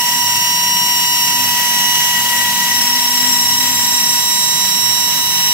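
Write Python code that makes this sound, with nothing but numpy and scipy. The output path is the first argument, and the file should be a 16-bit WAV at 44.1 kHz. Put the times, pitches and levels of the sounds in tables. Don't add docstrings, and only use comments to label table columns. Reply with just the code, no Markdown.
import sys
import numpy as np
from scipy.fft import rfft, irfft, next_fast_len
from scipy.io import wavfile
from scipy.ndimage import map_coordinates

SR = 44100
rng = np.random.default_rng(int(sys.argv[2]) if len(sys.argv) > 2 else 0)


def generate_wav(signal):
    frames = np.transpose(np.atleast_2d(signal))
    scaled = np.clip(frames, -1, 1) * 32767
    pcm = np.round(scaled).astype(np.int16)
    wavfile.write(sys.argv[1], SR, pcm)


N = 243873


def amp(db):
    return 10 ** (np.asarray(db) / 20)


def unit(x):
    return x / np.sqrt(np.mean(np.abs(x) ** 2) + 1e-20)


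def seconds():
    return np.arange(N) / SR


def along(points, hz):
    f, v = np.transpose(points)
    return np.interp(np.log(hz + 1), np.log(f + 1), v)


def curves(rows):
    s, *cols = np.transpose(rows)
    return [np.interp(seconds(), s, c) for c in cols]


def spell(start, end, fade):
    return np.clip(np.minimum(seconds() - start, end - seconds()) / fade + .5, 0, 1)


def swell(s, length):
    return np.exp(-(2 * (seconds() - s) / length) ** 2)


def wobble(rate):
    knots = rng.standard_normal(int(N * rate / SR) + 4)
    coarse = np.arange(0, N, 16)
    return np.interp(np.arange(N), coarse, map_coordinates(knots, [coarse * rate / SR]))


def filtered(x, response):
    m = next_fast_len(N + SR // 2)
    spectrum = rfft(x, m) * response(np.fft.rfftfreq(m, 1 / SR))
    return irfft(spectrum, m)[..., :N]


def turning(hz):
    return 2 * np.pi * np.cumsum(hz) / SR


# frequency in Hz, left-right correlation.
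ALIKE = [(30, .6), (90, 0.95), (180, 1), (300, 0.71), (800, 0.9), (1500, 0.75), (2300, 0.65), (3100, -0.8),
         (3550, 0.91), (4400, 0.47), (6800, -0.058), (14000, 0.0015)]
# frequency in Hz, left over right in dB.
LEAN = [(200, .3), (1000, 1), (3000, 1), (7000, 0.5), (10500, 2), (12500, 4.5), (15500, 6.5)]


def rush(gain):
    def mid_side(hz):
        turn = np.arccos(np.clip(along(ALIKE, hz), -1, 1)) / 2
        return gain(hz) * [np.cos(turn), np.sin(turn)]

    def lean(hz):
        return amp(np.outer([.5, -.5], along(LEAN, hz)))

    mid, side = filtered(rng.standard_normal((2, N)), mid_side)
    return unit(filtered(np.array([mid + side, mid - side]), lean))


def tone(phase, level_db, pan_db, lead, rough, flutter):
    rough = np.clip(rough, 0, 1)
    right = np.sqrt(2 / (1 + amp(2 * pan_db)))
    steady, fuzz = np.sqrt(2 - 2 * rough), np.sqrt(rough)
    phase = phase + rng.uniform(-np.pi, np.pi)
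    cos, sin = np.cos(phase), np.sin(phase)

    def port(turn):
        in_phase = steady * np.cos(turn) + fuzz * unit(wobble(flutter))
        quadrature = steady * np.sin(turn) + fuzz * unit(wobble(flutter))
        return cos * in_phase - sin * quadrature

    return amp(level_db) * right * np.array([amp(pan_db) * port(lead / 2), port(-lead / 2)])


# level in dB, drift in dB per s, rise at full load in dB.
WHINE_LEVELS = [(-23.5, -1.06, 2), (-31, -0.81, 7.5), (-28.5, 1.14, -1.5)]
# time in seconds, level in dB.
THIRD_LEVEL = [(0, -24.5), (1.05, -21.5), (1.6, -24.5), (2.0, -19.5), (2.6, -26.5), (3.4, -30.5),
               (4.4, -32), (5.5, -26)]
# time in seconds, left over right in dB.
FOURTH_PAN = [(0, -2.5), (2.7, -2.5), (4.2, -8), (5.5, -18)]
# centre in seconds, length in seconds, change in dB.
SNAGS = [(2.171, 0.052, 7), (2.235, 0.043, -9), (2.312, .09, 4), (2.44, 0.16, 5), (2.538, .04, -4),
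         (2.62, .046, 3.5), (2.718, .035, 5.5)]
SIXTH_DB, SIXTH_RISE_DB = -32, 10
SIXTH_START_S, SIXTH_END_S, SIXTH_FADE_S = 1.28, 2.18, 0.21
UPPER_ORDERS = [5, 7, 8, 10, 11, 12, 13, 14, 15, 16]
# level in dB, left over right in dB,
# left lead in radians, swell time in seconds, swell length in seconds, swell in dB.
UPPER_TONES = [(-35.5, -3, 1.5, 3.6, 0.94, 1.5), (-35.5, 0, 3.5, 4.5, 2, 0), (-33.5, 3, 3.5, 4.3, 2.2, 6),
               (-39.5, -2, -2.2, 1.65, 0.55, 9.5), (-35.5, -2, -2.5, 4.2, 2, 4), (-36, 8, 0.5, 4, 1.3, 5.5),
               (-40.5, 8, 8, 2.4, .6, 3), (-41, -1, 0, 4.6, 1.2, 4), (-45.5, 9, -.3, 4.5, 2, 1.5),
               (-44, 6, 0, 4.8, 2, 4)]


def spindle(flute, load, judder):
    t = seconds()
    db1, db2, db4 = [db + drift * t + rise * load for db, drift, rise in WHINE_LEVELS]
    db3, = curves(THIRD_LEVEL)
    pan4, = curves(FOURTH_PAN)
    db6 = SIXTH_DB + SIXTH_RISE_DB * spell(SIXTH_START_S, SIXTH_END_S, SIXTH_FADE_S) + 2 * wobble(3.7)
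    grab_db = sum(db * swell(s, length) for s, length, db in SNAGS)
    db1 = db1 + 0.63 * wobble(30)
    db2 = db2 + grab_db + 1.4 * judder * wobble(14)
    db4 = db4 + 0.63 * wobble(3.88)
    shake = turning(26 + 3.5 * wobble(6))
    swayed = flute + 0.12 * judder * np.sin(shake)

    out = tone(flute, db1, pan_db=-0.7, lead=0.021, rough=0.0023 + 0.035 * judder, flutter=120)
    out += tone(2 * swayed, db2, pan_db=4.0, lead=-0.64, rough=0.11 + 0.12 * judder, flutter=110)
    out += tone(3 * swayed, db3, pan_db=-0.5, lead=-2.28, rough=0.034 + 0.22 * judder, flutter=89)
    out += tone(4 * flute, db4, pan_db=pan4, lead=-2.31, rough=0.012 + 0.22 * judder, flutter=90)
    out += tone(6 * flute, db6, pan_db=-10, lead=2.16, rough=0.012 + 0.19 * judder, flutter=75)
    for order, (level_db, pan_db, lead, s, length, swell_db) in zip(UPPER_ORDERS, UPPER_TONES):
        level = level_db + swell_db * swell(s, length) + 1.3 * wobble(3.76)
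        out += tone(order * flute, level, pan_db, lead, rough=0.14 + 0.59 * judder, flutter=45)
    return out


# time in seconds, pitch in Hz.
SQUEAL_PITCH = [(0, 5614), (.9, 5611), (1.33, 5593), (1.47, 5521), (1.75, 5515), (2.3, 5574), (2.55, 5615),
                (2.8, 5561), (3.5, 5568), (3.9, 5584), (4.25, 5593), (5.5, 5596)]
# time in seconds, left over right in dB, left lead in radians.
SQUEAL_PLACE = [(0, -12, 1.3), (.4, -6, .2), (.8, 1.5, 0.54), (1.5, -4, 1.08), (2.3, -5, 0.92),
                (2.6, -0.5, 3.3), (3.4, 3, 2.8), (3.95, -5, 3.96), (4.9, -15.5, 4.3), (5.5, -2.5, 3.2)]
SQUEAL_DB, SQUEAL_DB_PER_S, BREAKUP_DB = -19.5, .5, -8
# start, end and fade, all in seconds.
BREAKUP = (1.403, 2.62, .28)
# start in seconds, end in seconds, share of the power.
TWIN_SPELLS = [(-.2, 0.357, 0.264), (2.832, 4.153, .37)]
TWIN_FADE_S, BEAT_HZ = 0.17, 33.3
SIDEBAND_ORDERS = [(1, -3), (1, -1), (1, 1), (1, 2), (1, 3), (1, 4), (1, 7), (1, 8), (1, 10), (2, 2),
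                   (2, 3)]
# level in dB, left over right in dB, left lead in radians,
# swell time in seconds, swell length in seconds, swell in dB.
SIDEBAND_TONES = [(-39, 0, 1.5, 0.94, 2.1, 9), (-38.5, 1, -2, 1.1, 0.65, 8),
                  (-31, -1.5, -2.5, 4.7, 1.8, 1.5), (-32, 1.5, -1.2, 3.87, 2, 7.5),
                  (-31, 0, -2, 4.4, 1.8, 5), (-38.5, -2, 1.5, 4.26, 1, 7.5), (-37.5, 4, -3.5, 1.1, 1.3, 4),
                  (-33, 5, 1.5, 1.2, .8, 7), (-42, 6, 1, 5.4, .5, 8), (-33, 1, -1.5, .9, 1.4, 2),
                  (-34, -2, 0, .8, 4, -2)]


def chatter(flute, judder):
    broken = spell(*BREAKUP)
    pitch, = curves(SQUEAL_PITCH)
    pan_db, lead = curves(SQUEAL_PLACE)
    squeal_db = SQUEAL_DB + SQUEAL_DB_PER_S * seconds() + BREAKUP_DB * broken + 1.2 * wobble(4.93)
    share = sum(part * spell(start, end, TWIN_FADE_S) for start, end, part in TWIN_SPELLS)
    share = np.clip(share, 0, .45)
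    unrest = np.clip(.03 + 0.785 * judder + 0.491 * broken, 0, 1)
    unrest = unrest * (1 - 2 * share)
    bend = turning(pitch + 40 * share + (2.35 + 20 * unrest) * wobble(30))
    gap = turning(BEAT_HZ + 2 * wobble(10))

    first = tone(bend, squeal_db, pan_db + 12 * share, lead, rough=0.71 * unrest, flutter=100)
    second = tone(bend - gap, squeal_db + 0.34, pan_db=-9, lead=3.0, rough=0.14, flutter=60)
    out = np.sqrt(1 - share) * first + np.sqrt(share) * second
    for (multiple, shift), row in zip(SIDEBAND_ORDERS, SIDEBAND_TONES):
        level_db, side_pan_db, side_lead, s, length, swell_db = row
        beat_db = 4 * share * np.cos(gap)
        level = level_db + swell_db * swell(s, length) + beat_db + 1.2 * wobble(4)
        phase = multiple * bend + shift * flute
        out += tone(phase, level, side_pan_db, side_lead, rough=0.065 + 0.62 * unrest, flutter=60)
    return out


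# frequency in Hz, relative level in dB.
TEARING = [(30, -55), (200, -42), (450, -11), (720, -4.5), (900, -1.5), (1200, -6.5), (1600, -2), (1950, 4),
           (2400, 1.5), (2750, 7), (3300, 9), (3520, -6.5), (3900, -2.5), (4400, -4), (6000, -8),
           (15000, -28)]
# frequency in Hz, relative level in dB.
SPRAY = [(2000, -53), (4000, -2.5), (5100, -2), (5600, 6.5), (6500, 1.5), (7600, 2), (8500, 2), (9000, -10),
         (10500, -0.5), (12000, -5.5), (15500, 0.5)]
TEAR_DB, TEAR_LOAD_DB = -28, 4.5
SPRAY_DB, SPRAY_LOAD_DB, SPRAY_DB_PER_S = -23.5, 4.5, -0.66


def cutting(flute, load):
    grain_db = 1.3 * wobble(160) + 0.9 * wobble(18)
    bursts = unit(1 + 0.18 * np.cos(flute)) * amp(grain_db)
    tear_db = TEAR_DB + TEAR_LOAD_DB * load
    spray_db = SPRAY_DB + SPRAY_LOAD_DB * load + SPRAY_DB_PER_S * seconds()
    tearing = amp(tear_db) * rush(lambda hz: amp(along(TEARING, hz)))
    spray = amp(spray_db) * rush(lambda hz: amp(along(SPRAY, hz)))
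    return bursts * (tearing + spray)


# frequency in Hz, relative level in dB.
AIR = [(25, -52), (60, -28), (120, -7.5), (400, -12), (750, -7.5), (1150, -9), (3000, -14), (4200, -4.5),
       (7000, -1.5), (10300, -2.5), (11600, -3.5), (12400, 3.5), (13500, 0.5), (14300, -5), (15700, -2.5)]
HISS_DB = -20


def vacuum():
    hiss_db = HISS_DB + .4 * wobble(3.17) + 0.28 * wobble(14)
    hiss = amp(hiss_db) * rush(lambda hz: amp(along(AIR, hz)))
    motor = turning(1021.5 + .8 * wobble(3))
    return hiss + tone(motor, level_db=-41.5, pan_db=2, lead=-.2, rough=.1, flutter=15)


# time in seconds, stepper hum in Hz.
STEP_RATE = [(0, 244), (.4, 262.8), (.9, 266.7), (1.25, 261.4), (1.7, 236.7), (2.03, 212), (2.15, 238.3),
             (3, 250.1), (4.4, 261.2), (4.7, 266), (5.5, 264.5)]
HUM_DB, HUM_LOAD_DB = -53, 8
HUM_GAIN_DB, HUM_CENTRE_HZ, HUM_WIDTH_HZ = 12, 253.2, 7.5
CROSS_S, CROSS_LENGTH_S, CROSS_HZ, CROSS_HZ_PER_S, CROSS_DB = 1.85, 0.24, 280, 230, -41.5


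def steppers(load):
    step_hz, = curves(STEP_RATE)
    resonance_db = HUM_GAIN_DB / (1 + ((step_hz - HUM_CENTRE_HZ) / HUM_WIDTH_HZ) ** 2)
    step_db = HUM_DB + HUM_LOAD_DB * load + resonance_db + 1.8 * wobble(7)
    step = turning(step_hz)
    hum = tone(step, step_db, pan_db=1.5, lead=0.13, rough=0.033, flutter=25)
    hum += tone(2 * step, step_db - 19.0, pan_db=9.0, lead=.3, rough=0.32, flutter=20)
    cross = turning(CROSS_HZ + CROSS_HZ_PER_S * (seconds() - CROSS_S))
    cross_hum = tone(cross, CROSS_DB, pan_db=1.5, lead=.3, rough=.1, flutter=36)
    return hum + swell(CROSS_S, CROSS_LENGTH_S) * cross_hum


# start in seconds, length in seconds, level in dB.
BOOMS = [(0.228, 0.18, -42), (.69, .05, -49), (0.934, .07, -47), (1.39, .13, -42), (2.154, .14, -50),
         (2.37, .13, -45), (2.701, .12, -48), (3.23, 0.078, -47), (3.42, 0.17, -44), (3.66, 0.18, -45),
         (4.812, .12, -42), (5, 0.048, -47), (5.267, .08, -50)]
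BOOM_FADE_S, BOOM_FLOOR_DB = .06, -52


def table_top():
    level = amp(BOOM_FLOOR_DB + 2.9 * wobble(18))
    level = level + sum(amp(db) * spell(s, s + length, BOOM_FADE_S) for s, length, db in BOOMS)
    mode = turning(101 + 1.65 * wobble(8.6))
    return level * tone(mode, level_db=-1.0, pan_db=-1.5, lead=0.12, rough=0.028, flutter=30)


# frequency in Hz, half width in Hz, relative level in dB.
FRAME = [(139.3, 12, -1), (145, 5.6, -10), (179.4, 9.5, 0.5), (200.6, 6.1, 3), (228, 6.4, -5),
         (260, 15.5, -5.5), (298, 5.6, -15), (346, 21, -10.5)]


def frame_drone():
    def modes(f):
        power = sum(amp(db) ** 2 / (1 + ((f - hz) / width) ** 2) ** 2 for hz, width, db in FRAME)
        return np.sqrt(power) * f ** 2 / (f ** 2 + 60 ** 2)

    return amp(-39.0) * rush(modes)


# time in seconds, load from 0 to 1.
LOAD = [(0, .45), (.6, 0.06), (1.3, 0.31), (1.6, 0.87), (2.3, 1), (3.4, .65), (4.0, 0.44), (4.8, 0.01),
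        (5.5, 0.27)]
# time in seconds, roughness from 0 to 1.
UNSTEADY = [(0, 0.5), (.5, 0.03), (1.3, 0.1), (2.1, 0.13), (2.3, 0.49), (2.8, .68), (3.4, 0.71),
            (4.3, 0.06), (5.5, 0)]
FLUTE_HZ, SAG_HZ = 966.9, 0.8


def scene():
    load, = curves(LOAD)
    judder, = curves(UNSTEADY)
    flute = turning(FLUTE_HZ - SAG_HZ * load + 0.432 * wobble(12))
    bit = spindle(flute, load, judder) + chatter(flute, judder) + cutting(flute, load)
    return bit + vacuum() + steppers(load) + table_top() + frame_drone()


NOTCH_HZ, NOTCH_HALF_WIDTH_HZ, NOTCH_DB, TOP_HZ = 8210, 150, -34, 15740


def record(dry):
    def response(hz):
        notch = 1 - (1 - amp(NOTCH_DB)) / (1 + 1j * (hz - NOTCH_HZ) / NOTCH_HALF_WIDTH_HZ)
        return notch * (hz < TOP_HZ)

    return filtered(dry, response)


dry = scene()
out = record(dry)
generate_wav(out)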